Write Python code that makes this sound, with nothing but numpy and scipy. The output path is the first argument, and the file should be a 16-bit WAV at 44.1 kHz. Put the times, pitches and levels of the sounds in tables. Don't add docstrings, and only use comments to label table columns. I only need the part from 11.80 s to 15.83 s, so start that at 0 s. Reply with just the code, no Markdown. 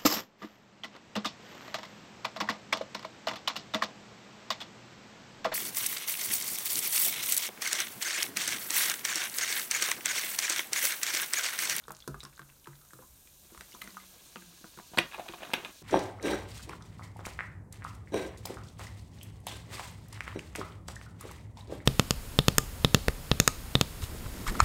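import sys
import numpy as np
from scipy import signal
from scipy.fft import rfft, irfft
from scipy.io import wavfile
from scipy.ndimage import uniform_filter1d

SR = 44100
rng = np.random.default_rng(int(sys.argv[2]) if len(sys.argv) > 2 else 0)


def int16_out(signal):
    q = np.round(np.clip(np.atleast_2d(signal).T, -1, 1) * 32767)
    wavfile.write(sys.argv[1], SR, q.astype(np.int16))


def gain_from_db(level_db):
    decades = np.asarray(level_db, float) / 20
    return 10 ** decades


N = 177540


def unit(x):
    return x / np.sqrt(np.mean(x ** 2))


def peak_one(x):
    return x / np.abs(x).max()


def add(out, s, y):
    i = int(s * SR)
    out[i:i + len(y)] += y[:N - i]


def curve(tables, column=1, before=None, after=None):
    rows = np.concatenate(tables)
    return np.interp(np.arange(N) / SR, rows[:, 0], rows[:, column], before, after)


def swells(rows, rise=0.0012):
    t = np.arange(N) / SR
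    gains = []
    for s, db, t60 in rows:
        age = np.maximum(t - s, 0)
        gains.append(gain_from_db(db - 60 * age / t60) * (1 - np.exp(-age / rise)))
    return np.max(gains, axis=0)


def colour(x, points):
    hz, db = np.transpose(points)
    f = np.maximum(np.arange(len(x) // 2 + 1) * SR / len(x), 1)
    gain = gain_from_db(np.interp(np.log(f), np.log(hz), db, left=-90, right=-90))
    return unit(irfft(rfft(x) * gain, len(x)))


def band(x, hz, spread):
    edges = [hz / spread, min(hz * spread, .45 * SR)]
    return signal.sosfilt(signal.butter(2, edges, "band", fs=SR, output="sos"), x)


def walk(rate):
    k = int(SR / rate)
    held = np.repeat(rng.standard_normal(N // k + 1), k)
    return uniform_filter1d(uniform_filter1d(held, k), k)[:N]


def grains(scatter_db):
    clicks = np.clip(rng.standard_normal(N), -2, 2)
    return clicks * gain_from_db(scatter_db * np.minimum(rng.exponential(size=N), 6))


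def ring(modes, glide=0.):
    t = np.arange(SR // 2) / SR
    y = 0
    for hz, db, t60 in modes:
        bend = 1 + glide * np.minimum(t / t60, 1)
        y = y + gain_from_db(db - 60 * t / max(t60, 1e-3)) * np.sin(2 * np.pi * hz * t * bend)
    return peak_one(y)


def burst(t60, rise=0.0001):
    t = np.arange(SR // 4) / SR
    grit = rng.standard_normal(len(t)) * gain_from_db(3 * np.minimum(rng.exponential(size=len(t)), 5))
    y = unit(grit) * gain_from_db(-60 * t / max(t60, 1e-3)) * (1 - np.exp(-t / rise))
    y[8] += 6.
    return y


def wall_pops(events, wall):
    out, t = np.zeros(N), np.arange(SR // 2) / SR
    lucks = rng.standard_normal((len(events), 16))
    for (s, db, hz, t60, thump_db, snap_db), luck in zip(events, lucks):
        modes = [(f * (1 + 0.049 * a), g + 2 * b, d) for (f, g, d), a, b in zip(wall, luck, luck[8:])]
        thump = ring(modes + [(400.0, 2.4, 0.049)])
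        tone = ring([(hz, 0, t60), (0.98 * hz, -6, 0.63 * t60)])
        onset = 1 - np.exp(-t / 0.0012)
        add(out, s - .0005, gain_from_db(db) * (gain_from_db(-2.5) * tone + gain_from_db(thump_db) * thump) * onset)
        crackle = band(burst(1.63 * t60), hz, 1.27)
        add(out, s - .0005, gain_from_db(db - 7) * peak_one(crackle))
        snap = band(band(burst(0.028, rise=0.001), 6000, 2.2), 6000, 2.2)
        add(out, s - .0003, gain_from_db(db + snap_db) * peak_one(snap))
    return out


# (time [s], peak [dB], pitch [Hz], thump [dB], snap [dB])
POUR_POPS = [(0.082, -29.5, 1180, -9.5, -6), (0.106, -29, 1105, -14, -28), (0.277, -29.5, 1084, 5.5, 4.5),
             (0.344, -29, 1204, -10, -15.5), (0.433, -39.5, 1180, 0.5, -14), (0.459, -42, 1090, -9, -25),
             (0.533, -45, 1620, -26, -2), (0.578, -42, 1300, -26, -2), (0.594, -37, 1440, -5.5, -2),
             (0.6999, -42, 2620, -32, -20), (0.844, -43, 2965, -27, -2), (0.873, -32, 1120, -11, -7.5),
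             (0.932, -46, 1590, -13, -14), (1.015, -50, 1270, -26, 5), (1.05, -51, 1310, -22, 5),
             (1.107, -44, 1590, -24, -4), (1.134, -38.5, 1370, -5.5, -0.5), (1.189, -44.5, 1160, 0.5, -20),
             (1.222, -44, 1030, -20, -17), (1.236, -45, 1050, -5.5, -12), (1.475, -48.5, 2400, -37, -19)]
# (frequency [Hz], level [dB], t60 [s])
FULL_WALL = [(202.5, -1.5, 0.19), (345, -1, 0.17), (265, -2, 0.12), (426, -0.5, 0.09), (538, -17, 0.26),
             (643, -10, 0.15), (1346, -5, 0.048), (1400, -12, 0.082)]


def pouring_pops():
    ring_t60_s = 0.015
    rows = [(s, db, hz, ring_t60_s, thump_db, snap_db) for s, db, hz, thump_db, snap_db in POUR_POPS]
    return wall_pops(rows, FULL_WALL)


# (time [s], peak [dB], pitch [Hz], ring t60 [s], thump [dB])
LIFT_POPS = [(1.722, -62, 835, 0.02, 20.5), (1.749, -41.5, 1090, 0.012, -6.5),
             (1.777, -35, 1234, 0.0061, -21), (1.809, -30.5, 2170, 0.0062, -17),
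             (1.913, -46, 4700, 0.012, -23), (1.942, -43, 3450, 0.022, 0), (1.949, -35.5, 1030, 0.034, -32),
             (2.0179, -26.5, 2020, 0.018, -21), (2.076, -32.5, 1520, 0.0089, -7),
             (2.1698, -31, 1240, 0.022, -44), (2.2, -43.5, 2054, 0.039, -21), (2.559, -37, 1225, 0.036, 4),
             (2.622, -44, 1590, 0.015, -5.5), (2.726, -51.5, 1360, 0.022, 0),
             (2.8431, -35.5, 1400, 0.0069, -1), (2.975, -41.5, 1400, 0.022, 2),
             (2.989, -32.5, 970, 0.0079, -7.5), (2.999, -39, 706, 0.008, -11)]
# (frequency [Hz], level [dB], t60 [s])
EMPTY_WALL = [(343.6, 12.5, 0.073), (230.7, 12.5, 0.07), (446.7, 10, 0.047), (588, -23, 0.054),
              (756, -8, 0.12), (954, 1.5, 0.1), (1460, -1, 0.12)]


def lifting_pops():
    turns_away_s, near_snap_db, far_snap_db = 2.05, -4, -22
    rows = [(*row, near_snap_db if row[0] < turns_away_s else far_snap_db) for row in LIFT_POPS]
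    return wall_pops(rows, EMPTY_WALL)


# (time [s], peak [dB], pitch [Hz], length t60 [s], crunch [dB])
CREASE_POPS = [(3.135, -38.5, 716, 0.025, -26), (3.146, -37.5, 840, 0.023, -6),
               (3.21, -44, 2430, 0.022, -10), (3.333, -43, 1300, 0.023, 6), (3.3443, -38, 1000, 0.026, 7.5),
               (3.381, -35.5, 715, 0.012, -8), (3.396, -26.5, 780, 0.0128, -6),
               (3.462, -38.5, 780, 0.024, -23), (3.4835, -39, 2900, 0.027, 6.5),
               (3.537, -35.5, 870, 0.012, -2), (3.544, -39, 890, 0.0068, 0), (3.621, -40, 645, 0.0096, -4),
               (3.632, -33.5, 628, 0.012, 4), (3.65, -47, 700, 0.011, 15.5),
               (3.694, -40.5, 860, 0.014, -17), (3.715, -44, 670, 0.024, 8.5),
               (3.7352, -27.5, 690, 0.025, 9.5), (3.7392, -12, 2620, 0.0087, -10.5),
               (3.849, -25.5, 2610, 0.028, -6), (3.859, -44, 1280, 0.0082, 6)]
# (time [s], peak [dB], pitch [Hz], length t60 [s], crunch [dB])
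FOLD = [
    (3.1745, -26, 800, 0.013, 5),
    (3.183, -19, 1550, 0.017, 3),
    (3.1860, -19.5, 955, 0.017, 5.5),
    (3.1864, -14.5, 3280, 0.0067, -11),
    (3.1882, -12.5, 2350, 0.016, -9),
    (3.335, -46, 2500, 0.027, 7.5),
]
# (time [s], peak [dB], pitch [Hz])
KNOCKS = [(3.118, -42.5, 306), (3.137, -37, 172), (3.175, -21.5, 260), (3.185, -26, 301), (3.191, -21, 345),
          (3.248, -36, 169), (3.393, -35, 345), (3.495, -33, 344), (3.54, -39, 345), (3.622, -42.5, 340),
          (3.696, -38, 300), (3.736, -25, 259), (3.776, -35.5, 345), (3.818, -48, 330), (3.844, -44.5, 360),
          (4.02, -38, 147)]
# (frequency [Hz], width [Hz], level [dB])
CRUNCH = [(926, 54, -18), (1656, 52, -2), (1780, 28, -9), (2100, 58, -8), (2225, 37, -12), (2445, 65, 3),
          (2630, 60, -5), (2780, 89, -15), (2900, 34.5, -14), (3180, 120, -7), (3420, 40, -5.5),
          (3614, 35, -3), (3816, 70, -2.5), (4220, 36, -16)]


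def creases():
    snap_offset_db, snap_per_db = -8.5, 2.8
    knock_t60_s = 0.11
    crunch, out, t = np.zeros(N), np.zeros(N), np.arange(SR // 2) / SR
    for s, db, hz, t60, crunch_db in list(CREASE_POPS) + list(FOLD):
        add(out, s - .0006, gain_from_db(db) * peak_one(band(burst(t60), hz, 1.26)))
        add(crunch, s - .0006, gain_from_db(db + crunch_db + 1.5) * burst(3.1 * t60))
        snap = peak_one(band(burst(0.0136, rise=0.000099), 8350, 1.114))
        add(out, s - .0003, gain_from_db(db + snap_offset_db + snap_per_db * db) * snap)
    for (s, db, hz), luck in zip(KNOCKS, rng.standard_normal((len(KNOCKS), 8))):
        wall = [(f, g - 8 + 2 * a, d) for (f, g, d), a in zip(EMPTY_WALL, luck)]
        knock = ring([(hz, 0, knock_t60_s), (185, -3, .12), (140, -7, .15)] + wall)
        add(out, s - .001, gain_from_db(db) * knock * (1 - np.exp(-t / 0.00072)))
    cluster = sum(gain_from_db(db) * band(crunch, hz, 1 + width / hz) for hz, width, db in CRUNCH)
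    body = gain_from_db(-3.5) * band(crunch, 1310, 2.24)
    fizz = gain_from_db(-21.0) * band(crunch, 6800, 1.9)
    return out + cluster + body + fizz


# (time [s], peak [dB])
TICKS = [(0.872, -19), (1.132, -45), (1.474, -25), (1.748, -24.5), (1.776, -23.5), (1.81, -12.5),
         (2.075, -18), (2.559, -14.5), (2.988, -21), (3.1889, 3), (3.488, -17), (3.7389, -1),
         (3.848, -39.5)]


def ticks():
    out = np.zeros(N)
    stiff = [row[:3] for table in (POUR_POPS, LIFT_POPS, CREASE_POPS, FOLD) for row in table]
    stiff = np.array(stiff)
    for s, db in TICKS:
        hz = stiff[np.argmin(np.abs(stiff[:, 0] - s)), 2]
        add(out, s - .0004, gain_from_db(db - 19.0) * peak_one(band(burst(0.0042), hz, 2)))
    return out


# (time [s], peak [dB], pitch [Hz], rattle t60 [s])
FACETS = [(2.0175, -38, 13500, 0.028), (2.075, -45, 6000, .02), (2.17, -46, 6230, 0.019),
          (3.1731, -31, 4250, .03), (3.1736, -35, 7760, .02), (3.182, -35, 5800, 0.016),
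          (3.1853, -23, 8500, 0.014), (3.187, -36, 12800, .015), (3.192, -40, 5730, 0.2),
          (3.198, -39, 8300, .06), (3.7342, -31, 4820, 0.025), (3.7346, -30, 7900, 0.016),
          (3.7347, -33.5, 11700, 0.021), (3.7374, -41, 7940, .03), (3.741, -45, 5920, .12),
          (3.743, -43, 11800, .06), (3.849, -47, 8000, .03)]


def facets():
    out = np.zeros(N)
    for s, db, hz, t60 in FACETS:
        rattle = band(band(burst(t60, rise=0.000166), hz, 1.11), hz, 1.11)
        add(out, s - .0003, gain_from_db(db) * peak_one(rattle))
    return out


# (time [s], peak [dB], pitch [Hz], t60 [s])
AIR = [(0.085, -52.5, 142.1, 0.35), (0.28, -37.5, 142.4, 0.27), (0.43, -51.5, 140, 0.33),
       (0.598, -54.5, 141.6, 0.5), (0.878, -49, 142.2, 0.44), (1.137, -56, 128.4, 0.41),
       (1.761, -62.5, 187, 0.39), (1.94, -59.5, 188.8, 0.23), (2.03, -52, 198.4, 0.277),
       (2.119, -57.5, 188.5, 0.91), (2.559, -52, 183.8, 0.35), (2.66, -55, 174.6, 0.39),
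       (2.839, -40, 187.5, 0.06), (2.969, -51, 156, 0.15)]


def air():
    s, db, hz, t60 = np.transpose(AIR)
    gulp = np.maximum(np.searchsorted(s, np.arange(N) / SR) - 1, 0)
    phase = 2 * np.pi * np.cumsum(hz[gulp] * (1 + 0.025 * walk(29.36))) / SR
    level = swells(zip(s, db, t60), rise=0.01) * gain_from_db(1.5 + 0.5 * walk(24.8))
    return np.sqrt(2) * np.sin(phase) * level


# (time [s], peak [dB],
# pitch [Hz], length [cycles])
PLINKS = [(0.0397, -39.5, 3560, 11.5), (0.0947, -50, 7000, 3), (0.1206, -25.5, 8900, 3.7),
          (0.1498, -30, 5500, 3.5), (0.1677, -30, 6300, 2.6), (0.1894, -47, 7000, 12),
          (0.204, -32.5, 4300, 3.6), (0.2237, -38, 3420, 19), (0.2424, -46, 3780, 8.0),
          (0.3955, -53, 7100, 6.2), (0.4052, -28.5, 3820, 13), (0.4378, -30, 8300, 2.5),
          (0.4515, -28.5, 5230, 7.7), (0.543, -52, 3970, 4.3), (0.7192, -43, 11200, 8.0),
          (0.9554, -41, 3640, 3.6), (1.0883, -43, 6560, 10), (2.0417, -27, 8790, 3),
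          (2.1056, -38.5, 4700, 9.5), (2.5585, -35, 3030, 11), (2.57, -36, 2600, 6.3)]
# (time [s], peak [dB], pitch [Hz], length [cycles])
NECK_TAP = [
    (2.015, -38, 3000, 12.),
    (2.02, -40, 4000, 18.),
    (2.019, -40, 12000, 60.),
    (2.019, -41, 5500, 18.),
    (2.558, -41, 4700, 10.),
    (.2775, -38, 13000, 15.),
    (.412, -44, 3900, 22.),
]


def plinks():
    out, t = np.zeros(N), np.arange(SR // 2) / SR
    stray = [(1.1 * a, -63 + 8 * b, 3000 * 3.5 ** c, 5.) for a, b, c in rng.random((70, 3))]
    for s, db, hz, cycles in list(PLINKS) + list(NECK_TAP) + stray:
        tone = ring([(hz, 0, 3 * cycles / hz), (0.67 * hz, -8, cycles / hz)], glide=0.011)
        add(out, s - .0003, gain_from_db(db) * tone * (1 - np.exp(-t * hz / 0.46)))
        add(out, s, gain_from_db(db - 16.0) * peak_one(band(burst(0.049), hz, 1.63)))
    return out


# (time [s], peak [dB], pitch [Hz], length [cycles])
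SPRAY = [(.049, -60, 5500, 3.6), (.054, -51, 1400, 2.4), (.0715, -45, 8340, 7), (.082, -50, 9300, 9),
         (.095, -45, 9200, 5.7), (.0955, -45, 4800, 3.7), (.1085, -36, 14700, 9), (.1085, -37, 8500, 4.2),
         (.1195, -37, 14300, 12.5), (.1195, -37, 12060, 10), (.1195, -38, 6800, 6.6), (.155, -46, 4600, 4),
         (.1675, -46.5, 9200, 5.4), (.192, -45, 8500, 6), (.196, -55, 5430, 4), (.2045, -43, 6600, 7),
         (.242, -52, 1400, 4.1), (.3988, -52, 3300, 3), (.3988, -43, 7000, 4), (.405, -42, 7000, 5.5),
         (.4325, -40, 7300, 6), (.4325, -37, 5000, 4.4), (.437, -38.5, 9300, 7.8), (.4372, -37, 5300, 8.5),
         (.44, -49, 7400, 34), (.4518, -41, 9460, 5), (.4525, -39.5, 1480, 3.6), (.453, -43, 3600, 5),
         (.471, -49, 8800, 5.6), (.529, -52, 2360, 3.3), (.553, -49, 4600, 3.7), (.5625, -47, 6800, 9),
         (.568, -55, 3900, 6), (.572, -45, 4200, 3.5), (.618, -45.5, 3500, 2.6), (.618, -42.5, 1470, 3.4),
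         (.627, -49, 1350, 2.4), (.631, -48, 1510, 3.16), (.679, -50, 6560, 5), (.694, -48, 2100, 1.4),
         (.724, -54, 1517, 3.2), (.766, -59, 1400, 4), (.799, -51, 5500, 5), (.858, -47, 1690, 7.3),
         (.859, -49, 3700, 4), (.863, -51, 1090, 3)]
# (time [s], peak [dB], pitch [Hz], length [cycles])
DRIPS = [(1.9145, -47, 4780, 15), (1.915, -52, 6540, 22), (1.921, -49, 2180, 9.6), (1.9215, -51, 2900, 19),
         (1.921, -50.5, 4000, 12), (1.921, -49, 5800, 14), (1.927, -46.5, 5400, 23),
         (1.928, -50.5, 6990, 14), (1.931, -45.5, 2920, 17.4), (1.941, -49, 3636, 18),
         (1.949, -43, 6000, 32), (1.956, -54, 1050, 5.1), (2.005, -51, 6500, 3.7), (2.0175, -37, 3020, 18),
         (2.021, -43, 3930, 29), (2.022, -39, 1250, 9.2), (2.0415, -46, 5040, 4), (2.843, -46, 2560, 4)]
# (time [s], peak [dB], pitch [Hz], length [cycles])
CLICKS = [(3.1882, -11.5, 2460, 3.1), (3.315, -40, 2630, 13), (3.3235, -32, 2100, 1.5),
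          (3.33, -40, 3660, 9), (3.341, -38, 2670, 6.7), (3.3465, -31.5, 2500, 8.6),
          (3.3875, -33, 950, 1.8), (3.463, -43, 2600, 3.6), (3.488, -26.5, 3000, 1.5),
          (3.525, -36, 3200, 2.6), (3.538, -37, 3160, 2.2), (3.5435, -35, 3260, 3.3), (3.621, -41, 2440, 8),
          (3.632, -37, 1970, 1.1), (3.635, -39, 2850, 9), (3.655, -38, 1400, 2), (3.704, -35.5, 1520, 2.7),
          (2.999, -39, 1610, 1.4), (2.845, -48, 700, 2.6), (2.812, -51.5, 294, 2)]
# (time [s], peak [dB], pitch [Hz], length [cycles])
GLUGS = [(.082, -49.5, 463, 24), (.106, -44, 1310, 38), (.11, -53, 632, 38), (.28, -49, 1297, 79),
         (.45, -44.5, 1073, 37), (.594, -38.5, 1130, 10), (.594, -42.5, 1570, 25), (.875, -50.5, 343.5, 26),
         (1.01, -63, 1310, 100), (1.134, -53, 317, 14), (1.19, -50.5, 515, 23), (1.19, -54, 1680, 16),
         (1.225, -57, 1055, 80), (2.1695, -37.5, 1235, 31), (2.56, -51.5, 344, 32), (2.36, -56, 490, 7.3)]


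def spray():
    rise_cycles = 0.52
    out, t = np.zeros(N), np.arange(SR // 2) / SR
    for s, db, hz, cycles in list(SPRAY) + list(DRIPS) + list(CLICKS) + list(GLUGS):
        tone = ring([(hz, 0, 3 * cycles / hz), (1.1 * hz, -9, 0.73 * cycles / hz)])
        tone = tone * (1 - np.exp(-t * hz / rise_cycles))
        add(out, s - .0004, gain_from_db(db) * peak_one(tone))
    return out


# (time [s], peak [dB])
SPLASH = [
    (0.018, -61.5),
    (0.09, -55),
    (0.3, -61),
    (0.43, -55.5),
    (0.591, -57),
    (0.88, -59.5),
    (1.006, -67),
    (1.19, -63),
]
# (frequency [Hz], level [dB per Hz])
SPLASH_COLOUR = [(300, -25), (500, -13), (800, -3), (1050, 0.5), (1500, 4.5), (1900, -11), (3500, -10),
                 (6000, -44)]


def splash():
    surge_t60_s = 0.43
    flow = swells([(s, db - 0.5, surge_t60_s) for s, db in SPLASH])
    churn = grains(3.6) * gain_from_db(4 * walk(70))
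    return colour(churn, SPLASH_COLOUR) * flow


# (time [s], level [dB], thickness [0-1]); thick foam holds bigger, lower bubbles
FOAM = [
    [(0.0, -64.5, 0.57), (0.728, -62.5, 0.44), (1.158, -60, 0.31), (1.72, -58, 0.5)],
    [(1.74, -57, 0.58), (1.98, -55, 0.52), (2.71, -56.5, 0.82), (4.03, -56, 0.9)],
]
# (frequency [Hz], level [dB per Hz])
THIN_FOAM = [(880, -52), (1500, -24), (2300, -42), (2590, -16), (2860, -25), (3520, -11), (4330, -20),
             (4970, -14), (5830, -5), (9010, 0.5), (10500, -5), (11200, 1), (13000, -0.5), (15100, -0.5),
             (16000, -23)]
# (frequency [Hz], level [dB per Hz])
THICK_FOAM = [(710, -31), (1200, -37), (1660, 2.5), (1750, -15), (2300, -3.5), (3360, -1.5), (3910, 2),
              (4960, -2.5), (6580, -0.5), (7740, -6), (8630, -3.5), (10100, -8.5), (13500, -9),
              (15200, -12), (16000, -8)]


def foam():
    flicker_db = 1.2
    swell = .35 * walk(5)
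    bursts = 0
    for hz in 1000 * 2 ** np.arange(0, 4.3, .6):
        one_size = unit(band(grains(3.4), hz, 1.263)) * np.sqrt(hz)
        bursts = bursts + one_size * gain_from_db(swell + flicker_db * walk(60))
    thick = np.clip(curve(FOAM, column=2), 0, 1)
    mix = (1 - thick) * colour(bursts, THIN_FOAM) + thick * colour(bursts, THICK_FOAM)
    return mix * gain_from_db(curve(FOAM) + 0.1)


# (time [s], level [dB])
RUB = [
    [(1.62, -71), (1.73, -66), (1.94, -66), (2.06, -61), (2.45, -66), (3.1, -70), (3.2, -65), (3.86, -49.5),
     (3.93, -98)],
]
# (frequency [Hz], level [dB per Hz])
RUB_COLOUR = [(120, -4), (200, -5), (296, -3.5), (338, 1.5), (382, -2), (480, -6), (709, -1), (790, -7),
              (1050, -3), (1850, -9.5), (2480, -9.5), (3720, -12), (5000, -44), (6500, -29), (11000, -120)]


def rub():
    slip_db, slip_per_db, slip_t60_s = -37.5, 0.42, 0.42
    slips = grains(3.4) * gain_from_db(5 * walk(90))
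    cracks = list(CREASE_POPS) + list(FOLD)
    after = swells([(s, slip_db + slip_per_db * db, slip_t60_s) for s, db, *_ in cracks])
    return colour(slips, RUB_COLOUR) * np.hypot(gain_from_db(curve(RUB, before=-120)), after)


# (frequency [Hz], level [dB], t60 [s])
ROOM = [(480, -20.5, 0.061), (1110, -19, 0.26), (3180, -16, 0.21), (7400, -13, 0.19)]


def echo(x):
    t = np.arange(SR // 2) / SR
    onset = np.clip((t - .003) / 0.0038, 0, 1)
    tail = 0
    for hz, db, t60 in ROOM:
        part = band(rng.standard_normal(len(t)), hz, 2.36) * gain_from_db(-60 * t / t60) * onset
        tail = tail + gain_from_db(db) * band(part, hz, 1.81) / np.sqrt(np.sum(part ** 2))
    return signal.fftconvolve(x, tail)[:N]


# (time [s], peak [dB])
RUMBLE = [
    (0.0, -60),
    (0.3, -49),
    (0.9, -69),
    (1.28, -60),
    (1.76, -59),
    (2.04, -62),
    (2.93, -79),
    (3.18, -55),
    (3.46, -63),
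    (3.98, -78),
]


def rumble():
    jolts = swells([(s, db + 4.0, 0.45) for s, db in RUMBLE], rise=0.029)
    throb = unit(band(band(rng.standard_normal(N), 57.0, 1.38), 57.0, 1.38))
    steady_db = -74.5
    return throb * np.hypot(gain_from_db(steady_db), jolts)


# (frequency [Hz], level [dB per Hz])
KITCHEN = [(12, -16), (20, -3), (55, -0.5), (192, -5.5), (440, -13.5), (538, -11), (659, -15), (987, -15),
           (2210, -25), (2500, -28), (3250, -45), (5500, -120)]


def kitchen():
    level_db = -66.5
    hum = 0
    for hz in 25 * 2. ** np.arange(8):
        octave = unit(band(rng.standard_normal(N), hz, 1.66)) * np.sqrt(hz)
        hum = hum + octave * gain_from_db(0.3 * walk(3.45))
    return colour(hum, KITCHEN) * gain_from_db(level_db)


def scene():
    sharp = pouring_pops() + lifting_pops() + creases() + ticks() + plinks()
    sharp = signal.sosfilt(signal.butter(2, 110, "high", fs=SR, output="sos"), sharp)
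    bottle = sharp + facets() + air() + rub()
    water = spray() + splash() + foam()
    return (bottle + water + echo(sharp) + rumble() + kitchen())[None]


def band_limit(x):
    return signal.sosfilt(signal.butter(12, 16630, fs=SR, output="sos"), x)


def record(dry):
    mix = signal.sosfilt(signal.ellip(8, .2, 70, 16000, fs=SR, output="sos"), dry)
    return band_limit(mix)


dry = scene()
out = record(dry)
int16_out(out)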